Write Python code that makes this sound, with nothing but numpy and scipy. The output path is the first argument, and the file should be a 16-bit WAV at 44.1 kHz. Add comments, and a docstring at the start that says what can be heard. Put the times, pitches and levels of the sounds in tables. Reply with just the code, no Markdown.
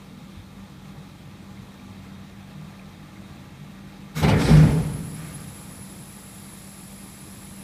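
"""A filter cleaning machine hums while a thin water jet patters on a perforated steel tray.
After about 4 s a valve spits and compressed air blows slugs of water out of the filter,
booming in the steel cabinet and splashing on its walls. The spray falls back on the tray.
Air keeps hissing through the nozzle with a high whistle; foam gurgles at the outlet."""
import sys
import numpy as np
from scipy import signal
from scipy.fft import rfft, irfft, next_fast_len
from scipy.io import wavfile
from scipy.ndimage import uniform_filter1d

SR = 44100
rng = np.random.default_rng(int(sys.argv[2]) if len(sys.argv) > 2 else 0)


def int16_out(signal):
    """Quantize to a 16-bit WAV file."""
    q = np.round(np.clip(np.atleast_2d(signal).T, -1, 1) * 32767)
    wavfile.write(sys.argv[1], SR, q.astype(np.int16))


N = 336483
TIME_S = np.arange(N) / SR

# motor shaft orders: (multiple, rms level [dB])
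MOTOR_ORDERS = [(1, -59.5), (4, -47.5), (12, -71.5)]
# pump and pipe rumble: (frequency [Hz], relative density [dB])
RUMBLE_SPECTRUM = [(15, -32), (32, -15), (48, -7), (85, -2), (135, 0), (205, 2), (240, -8.5), (320, -10),
                   (370, -22.5), (700, -42), (1500, -39)]
# pipe resonances: (frequency [Hz], width [Hz], gain [dB])
PIPE_MODES = [(94, 6, 7.6), (147.2, 9.3, 7.3), (273, 22, 2.2), (311.7, 11, 7.8)]
# water on the tray: (frequency [Hz], relative density [dB])
WATER_SPECTRUM = [(200, 10), (400, 2), (570, -0.5), (690, -3), (1100, -3), (1500, -8.5), (1900, -6.5),
                  (2580, -7), (2900, -12), (3300, -10), (4000, -8.5), (4800, -14), (7000, -17),
                  (15500, -24)]
# tray resonances: (frequency [Hz], width [Hz], gain [dB])
TRAY_MODES = [(580, 32, 1), (823, 50, 6.8), (1185, 41, 7), (1318, 69, 5.8), (2120, 42, 1.6),
              (2440, 44, 1.8), (3210, 60, 6), (3410, 65, 3.4), (3745, 110, 4.2)]
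# drain gulps: (peak time [s], level [dB], pitch [Hz], half-width [s])
DRAIN_GULPS = [(.16, -44, 240.6, 0.058), (.39, -40, 92, 0.024), (.4, -44, 51.6, 0.046),
               (.99, -38, 156, 0.019), (1.6, -40.5, 126.5, 0.065), (1.86, -47, 247, 0.092),
               (2.2, -43, 94.7, 0.043), (2.61, -38, 153.8, 0.071), (3.2, -53, 319.5, 0.071),
               (3.62, -39, 146, 0.036)]
# large drops: (peak time [s], level [dB], pitch [Hz], half-width [s])
DROP_PLINKS = [(1.1, -58, 2480, 0.0064), (1.575, -49, 2150, .006), (1.8, -49, 2360, 0.0065),
               (2.735, -53, 1730, .008), (2.795, -49, 2420, .006), (3.165, -48, 2090, .008)]
# steady airflow: (frequency [Hz], relative density [dB])
AIR_SPECTRUM = [(1200, -9), (2000, -6), (3200, -4), (5000, 1), (6400, -3.5), (8300, -1.5), (9700, -4.5),
                (11000, 2.5), (11700, -3), (12700, 4), (13500, -3), (14000, -9), (15200, -12.5)]
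# nozzle resonances: (frequency [Hz], width [Hz], gain [dB])
NOZZLE_MODES = [(6950, 110, 8.8), (7500, 140, 11.4), (7820, 150, 8.8), (9190, 55, 8), (9300, 65, 9),
                (9685, 28, 10), (10300, 80, 13), (10410, 65, 13.5), (10500, 120, 16), (10630, 24, 14.4),
                (11270, 56, 9.6)]
# valve spit: (frequency [Hz], relative density [dB])
SPIT_SPECTRUM = [(300, -16), (1000, 1), (1900, -2.5), (3500, -5), (5500, -5.5), (9000, -11.5),
                 (12000, -11.5), (15500, -19)]
# valve resonances: (frequency [Hz], width [Hz], gain [dB])
VALVE_MODES = [(1200, 120, 5.6), (1460, 100, 6.2), (2270, 120, 11.3), (3860, 90, 12.4), (6700, 80, 9.9),
               (7950, 90, 7), (11300, 100, 6.9), (12000, 110, 7.8), (12400, 110, 8), (14400, 130, 12)]
# valve opens, water bursts out, air follows: (start [s], hold [s], boom [dB], splash [dB])
PRESSURE_SURGES = [(4.146, .02, -26, -39.5), (4.209, 0.12, -16.8, -26), (4.465, .14, -15, -28)]
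# air boom: (frequency [Hz], relative density [dB])
BOOM_SPECTRUM = [(20, -29), (35, -15), (55, -2.5), (90, -2), (150, 2), (215, -4.5), (290, -8), (360, -17),
                 (600, -23), (1000, -45), (2000, -41)]
# steel cabinet resonances: (frequency [Hz], width [Hz], gain [dB])
CABINET_MODES = [(55.3, 8.2, 1.5), (156.2, 16.4, 10), (224, 10.4, 7.5), (276.7, 12.5, 7), (417, 17.5, 8.5),
                 (460.5, 8.4, 8.5), (575, 17, 4.5), (753, 11, 8.5), (875, 30, 6.5), (1250, 18, -1),
                 (1337, 14, 5.5), (1400, 14, 4), (1570, 24, 1), (2380, 14, -6), (2690, 15, 5),
                 (2980, 50, 4)]
# cabinet air heaving: (peak time [s], level [dB], pitch [Hz], half-width [s])
AIR_HEAVES = [(4.565, -11.5, 152.8, 0.077), (4.58, -18, 57, 0.11)]
# wall splash: (frequency [Hz], relative density [dB])
SPLASH_SPECTRUM = [(150, -19), (350, 4.5), (550, 3), (680, -1), (900, -1), (1100, -2), (2450, -4.5),
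                   (2750, -17), (3300, -15.5), (5000, -26), (12000, -33)]
# slugs leaving the outlet: (start [s], level [dB])
WATER_SLUGS = [(4.216, -29.5), (4.272, -27)]
# bursting water: (frequency [Hz], relative density [dB])
SLUG_SPECTRUM = [(240, 3), (380, 2), (650, 7.5), (1200, -7), (2400, 3.5), (5000, -8), (8000, -28)]
# outlet resonances: (frequency [Hz], width [Hz], gain [dB])
OUTLET_MODES = [(870, 77, 20), (1530, 60, 6.5), (2335, 90, 12.5), (2954, 78, 14), (4000, 110, 9.1),
                (4440, 220, 9.3)]
# air jet hiss: (frequency [Hz], relative density [dB])
JET_SPECTRUM = [(1500, -8), (2900, -0.5), (3800, 0.5), (5500, -1), (6800, -7.5), (8200, -6.5),
                (11000, -12.5), (15500, -27)]
# spray falling back: (start [s], hold [s], level [dB])
SPRAY_SHOWERS = [(4.58, 0.034, -44.5), (5.09, .12, -49)]
# falling spray: (frequency [Hz], relative density [dB])
SHOWER_SPECTRUM = [(300, -3), (800, -3), (1400, 1), (2400, 1), (2950, -5), (3600, -7), (5000, -8.5),
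                   (12000, -16)]

SURGE_RISE_S = 0.034


def gain_of(db):
    return 10 ** (np.asarray(db) / 20)


def unit_rms(x):
    return x / np.sqrt(np.mean(x ** 2) + 1e-20)


def colour(x, spectrum, modes=()):
    """Smooth spectrum with resonant peaks, rolled off past both ends; rms 1."""
    size = next_fast_len(N)
    hz = np.fft.rfftfreq(size, 1 / SR)
    knots_hz, knots_db = np.transpose(spectrum)
    shape = gain_of(np.interp(np.log(hz + 1), np.log(knots_hz), knots_db))
    shape /= np.sqrt(1 + (knots_hz[0] / (hz + 1) / 2) ** 4) * np.sqrt(1 + (hz / knots_hz[-1] / 2) ** 4)
    peaks = sum((gain_of(db) - 1) / (1 + (2 * (hz - mode_hz) / width_hz) ** 2)
                for mode_hz, width_hz, db in modes)
    return unit_rms(irfft(rfft(x, size) * shape * (1 + peaks), size)[:N])


def wander(rate_hz):
    """Random drift up to about rate_hz; rms 1."""
    hz = np.fft.rfftfreq(2 ** 14, 1 / 1000)
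    slow = irfft(rfft(rng.standard_normal(2 ** 14)) / (1 + (hz / rate_hz) ** 4))
    return unit_rms(np.interp(TIME_S * 1000, np.arange(len(slow)), slow))


def turbulence(patchy_db, gust_db, gust_hz):
    """White noise swelling in time-frequency patches and broadband gusts."""
    bins = signal.stft(rng.standard_normal(N), nperseg=512)[2]
    patches = uniform_filter1d(rng.standard_normal(bins.shape), size=9, axis=0)
    patches = unit_rms(uniform_filter1d(patches, size=8, axis=1))
    noise = signal.istft(bins * gain_of(patchy_db * patches), nperseg=512)[1][:N]
    return unit_rms(noise * gain_of(gust_db * wander(gust_hz)))


def drops(per_s, spread_db):
    """Random impacts, many small, few large."""
    size = gain_of(spread_db * np.minimum(rng.exponential(1, N), 4))
    return unit_rms(size * rng.choice([-1, 1], N) * (rng.random(N) < per_s / SR))


def bubbles(per_s, low_hz, high_hz, cycles, glide, spread_db, sizes=20):
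    """Bubbles ringing briefly and rising in pitch."""
    t, out = np.arange(2048) / SR, np.zeros(N)
    for hz in np.geomspace(low_hz, high_hz, sizes):
        age = hz * t / cycles
        tone = np.sin(2 * np.pi * hz * t * (1 + glide * np.minimum(age, 2)))
        ring = tone * np.exp(-2 * age) * (1 - np.exp(-20 * age))
        out += signal.oaconvolve(drops(per_s / sizes, spread_db), ring)[:N]
    return unit_rms(out)


def swells(rows, glide):
    """One ringing body of air per row: a rising tone under a Gaussian."""
    out = np.zeros(N)
    for peak_s, db, hz, half_width_s in rows:
        age = (TIME_S - peak_s) / half_width_s
        near = abs(age) < 3
        turns = hz * half_width_s * (age[near] + glide * age[near] ** 2)
        out[near] += gain_of(db) * np.exp(-age[near] ** 2) * np.sin(2 * np.pi * (turns + rng.random()))
    return out


def steadied(x, window_s=0.032, amount=0.45):
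    """Evens out a noise's swells, as under steady pressure."""
    size = round(window_s * SR)
    power = uniform_filter1d(uniform_filter1d(x ** 2, size), size)
    return unit_rms(x / (abs(power) + 1e-9) ** (amount / 2))


def ramp(start_s, rise_s):
    return np.sin(np.pi / 2 * np.clip((TIME_S - start_s) / rise_s, 0, 1)) ** 2


def envelope(start_s, db, rise_s, hold_s, fall_db_per_s, rest_db=-np.inf):
    """Rise, hold, decay to rest_db relative to the top."""
    fall = gain_of(-fall_db_per_s * np.maximum(TIME_S - start_s - rise_s - hold_s, 0))
    rest = gain_of(rest_db)
    return gain_of(db) * ramp(start_s, rise_s) * (rest + (1 - rest) * fall)


def bursts(rows, rise_s, fall_db_per_s):
    """Power sum of envelopes: (start [s], hold [s], level [dB])."""
    return np.sqrt(sum(envelope(start_s, db, rise_s, hold_s, fall_db_per_s) ** 2
                       for start_s, hold_s, db in rows))


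def pump(shaft_hz=48.74, wobble=0.0018, throb_db=1.35, rumble_db=-46.5, lumpy_db=1.26):
    """Motor shaft orders over lumpy pipe rumble."""
    turns = np.cumsum(shaft_hz * (1 + wobble * wander(2))) / SR
    hum = sum(np.sqrt(2) * gain_of(db) * np.sin(2 * np.pi * (round(order) * turns + rng.random()))
              for order, db in MOTOR_ORDERS)
    rumble = colour(rng.standard_normal(N), RUMBLE_SPECTRUM, PIPE_MODES)
    rumble *= gain_of(rumble_db + lumpy_db * wander(9.5))
    return hum * gain_of(throb_db * wander(6)) + rumble


def water_jet(mist_db=-49, patter_db=-56):
    """The thin jet breaks into mist and drops on the tray."""
    mist = colour(turbulence(patchy_db=1, gust_db=0.48, gust_hz=10), WATER_SPECTRUM, TRAY_MODES)
    patter = colour(drops(per_s=1300, spread_db=3), WATER_SPECTRUM, TRAY_MODES)
    return gain_of(mist_db) * mist + gain_of(patter_db) * patter


def trickle(small_db=-61, large_db=-63):
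    """Water gathers on the tray and bubbles through its holes."""
    small = bubbles(per_s=420, low_hz=1503, high_hz=2750, cycles=12.5, glide=0.016, spread_db=2)
    large = bubbles(per_s=260, low_hz=546, high_hz=1315, cycles=8.5, glide=0.016, spread_db=1.5)
    gathered = 0.1 + 0.9 * ramp(start_s=0, rise_s=2.6)
    return gathered * (gain_of(small_db) * small + gain_of(large_db) * large)


def drain():
    """Draining water gulps deeply."""
    return swells(DRAIN_GULPS, glide=0.02)


def plinks(roughness=0.71):
    """Larger drops ring singly."""
    return swells(DROP_PLINKS, glide=0.0091) * (1 + roughness * wander(300)) / np.hypot(1, roughness)


def nozzle_hiss(db=-48.5):
    """Steady airflow sets in as the valve opens."""
    hiss = colour(rng.standard_normal(N), AIR_SPECTRUM, NOZZLE_MODES)
    return gain_of(db) * ramp(start_s=4.12, rise_s=0.52) * hiss


def valve_spit():
    """The valve spits once on opening."""
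    level = envelope(start_s=4.139, db=-33, rise_s=0.042, hold_s=0.021, fall_db_per_s=270)
    return level * colour(rng.standard_normal(N), SPIT_SPECTRUM, VALVE_MODES)


def boom(linger_db=-12):
    """Pressure surges boom in the cabinet and rumble on; its air heaves at the peak."""
    pushes = [(start_s, hold_s, db) for start_s, hold_s, db, _ in PRESSURE_SURGES]
    linger = gain_of(linger_db) * bursts(pushes, SURGE_RISE_S, fall_db_per_s=19.5)
    pressure = np.hypot(bursts(pushes, SURGE_RISE_S, fall_db_per_s=61), linger)
    rumble = steadied(colour(rng.standard_normal(N), BOOM_SPECTRUM, CABINET_MODES))
    return pressure * rumble + swells(AIR_HEAVES, glide=0.0053)


def splash(jet_flow, jet_gain_db=4, drop_gain=0.29, dull_hz=650, slowing_s=(4.54, 4.82)):
    """Surges and air jet throw water on the walls; it dulls as the jet slows."""
    throws = [(start_s, hold_s, db) for start_s, hold_s, _, db in PRESSURE_SURGES]
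    level = np.hypot(bursts(throws, SURGE_RISE_S, fall_db_per_s=57), gain_of(jet_gain_db) * jet_flow)
    sheets = turbulence(patchy_db=2, gust_db=1.24, gust_hz=45)
    spatter = drop_gain * drops(per_s=1200, spread_db=1.5)
    bright = colour(sheets + spatter, SPLASH_SPECTRUM, CABINET_MODES)
    dull = unit_rms(signal.lfilter(*signal.butter(1, dull_hz, fs=SR), bright))
    spent = np.interp(TIME_S, slowing_s, [0, 1])
    return level * ((1 - spent) * bright + spent * dull)


def slugs(slug_flow):
    """Bursting water rings the outlet."""
    return slug_flow * colour(rng.standard_normal(N), SLUG_SPECTRUM, OUTLET_MODES)


def air_jet(jet_flow, slug_flow, slug_gain_db=-7.5):
    """Air hisses with the slugs, breaks through behind them, then loses pressure."""
    hiss = colour(turbulence(patchy_db=1.5, gust_db=1, gust_hz=39), JET_SPECTRUM)
    return np.hypot(jet_flow, gain_of(slug_gain_db) * slug_flow) * hiss


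def whistle(pitch_hz=10520, jitter_hz=16, flutter_db=4):
    """The nozzle's strongest resonance builds with the airflow, then drops to a thin tone."""
    turns = np.cumsum(pitch_hz + jitter_hz * wander(66)) / SR
    tone = unit_rms(np.sin(2 * np.pi * turns) * gain_of(flutter_db * wander(30)))
    return tone * envelope(start_s=4.3, db=-51, rise_s=0.64, hold_s=0.8, fall_db_per_s=40, rest_db=-8)


def showers():
    """Spray rains back on the tray."""
    level = bursts(SPRAY_SHOWERS, rise_s=0.1, fall_db_per_s=35)
    return level * colour(drops(per_s=2600, spread_db=0.5), SHOWER_SPECTRUM, TRAY_MODES)


def foam():
    """Air boils up through water left in the outlet, then simmers."""
    level = envelope(start_s=4.67, db=-55, rise_s=0.38, hold_s=0.3, fall_db_per_s=11, rest_db=-12)
    return level * bubbles(per_s=700, low_hz=477, high_hz=2300, cycles=4.5, glide=0.033, spread_db=3)


def cabinet(x, t60_s=0.42, wet_db=-11, echoes_per_s=3000, low_cut_hz=500):
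    """Dense reflections between steel walls and window."""
    t = np.arange(SR // 2) / SR
    taps = rng.standard_normal(len(t)) * (rng.random(len(t)) < echoes_per_s / SR)
    taps *= (t > 0.002) * gain_of(-60 * t / t60_s)
    highpass = signal.butter(2, low_cut_hz, "high", fs=SR, output="sos")
    tail = signal.sosfilt(highpass, taps / np.linalg.norm(taps))
    return (x + gain_of(wet_db) * signal.oaconvolve(x, tail)[:N]) / np.hypot(1, gain_of(wet_db))


def scene(slug_hold_s=0.011):
    """Mono mix; tray, blast and foam reverberate in the cabinet."""
    slug_rows = [(start_s, slug_hold_s, db) for start_s, db in WATER_SLUGS]
    slug_flow = bursts(slug_rows, rise_s=0.02, fall_db_per_s=400)
    jet_flow = envelope(start_s=4.355, db=-34.5, rise_s=0.079, hold_s=0.069, fall_db_per_s=64)
    direct = pump() + drain() + nozzle_hiss() + whistle()
    tray = water_jet() + trickle() + plinks() + showers()
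    blast = valve_spit() + boom() + splash(jet_flow) + slugs(slug_flow) + air_jet(jet_flow, slug_flow)
    return (direct + cabinet(tray + blast + foam()))[None]


def record(dry, cutoff_hz=15380):
    """Steep low-pass band limit."""
    lowpass = signal.firwin(511, cutoff_hz, window=("kaiser", 9), fs=SR)
    return signal.oaconvolve(dry, lowpass[None], "same")


dry = scene()
out = record(dry)
int16_out(out)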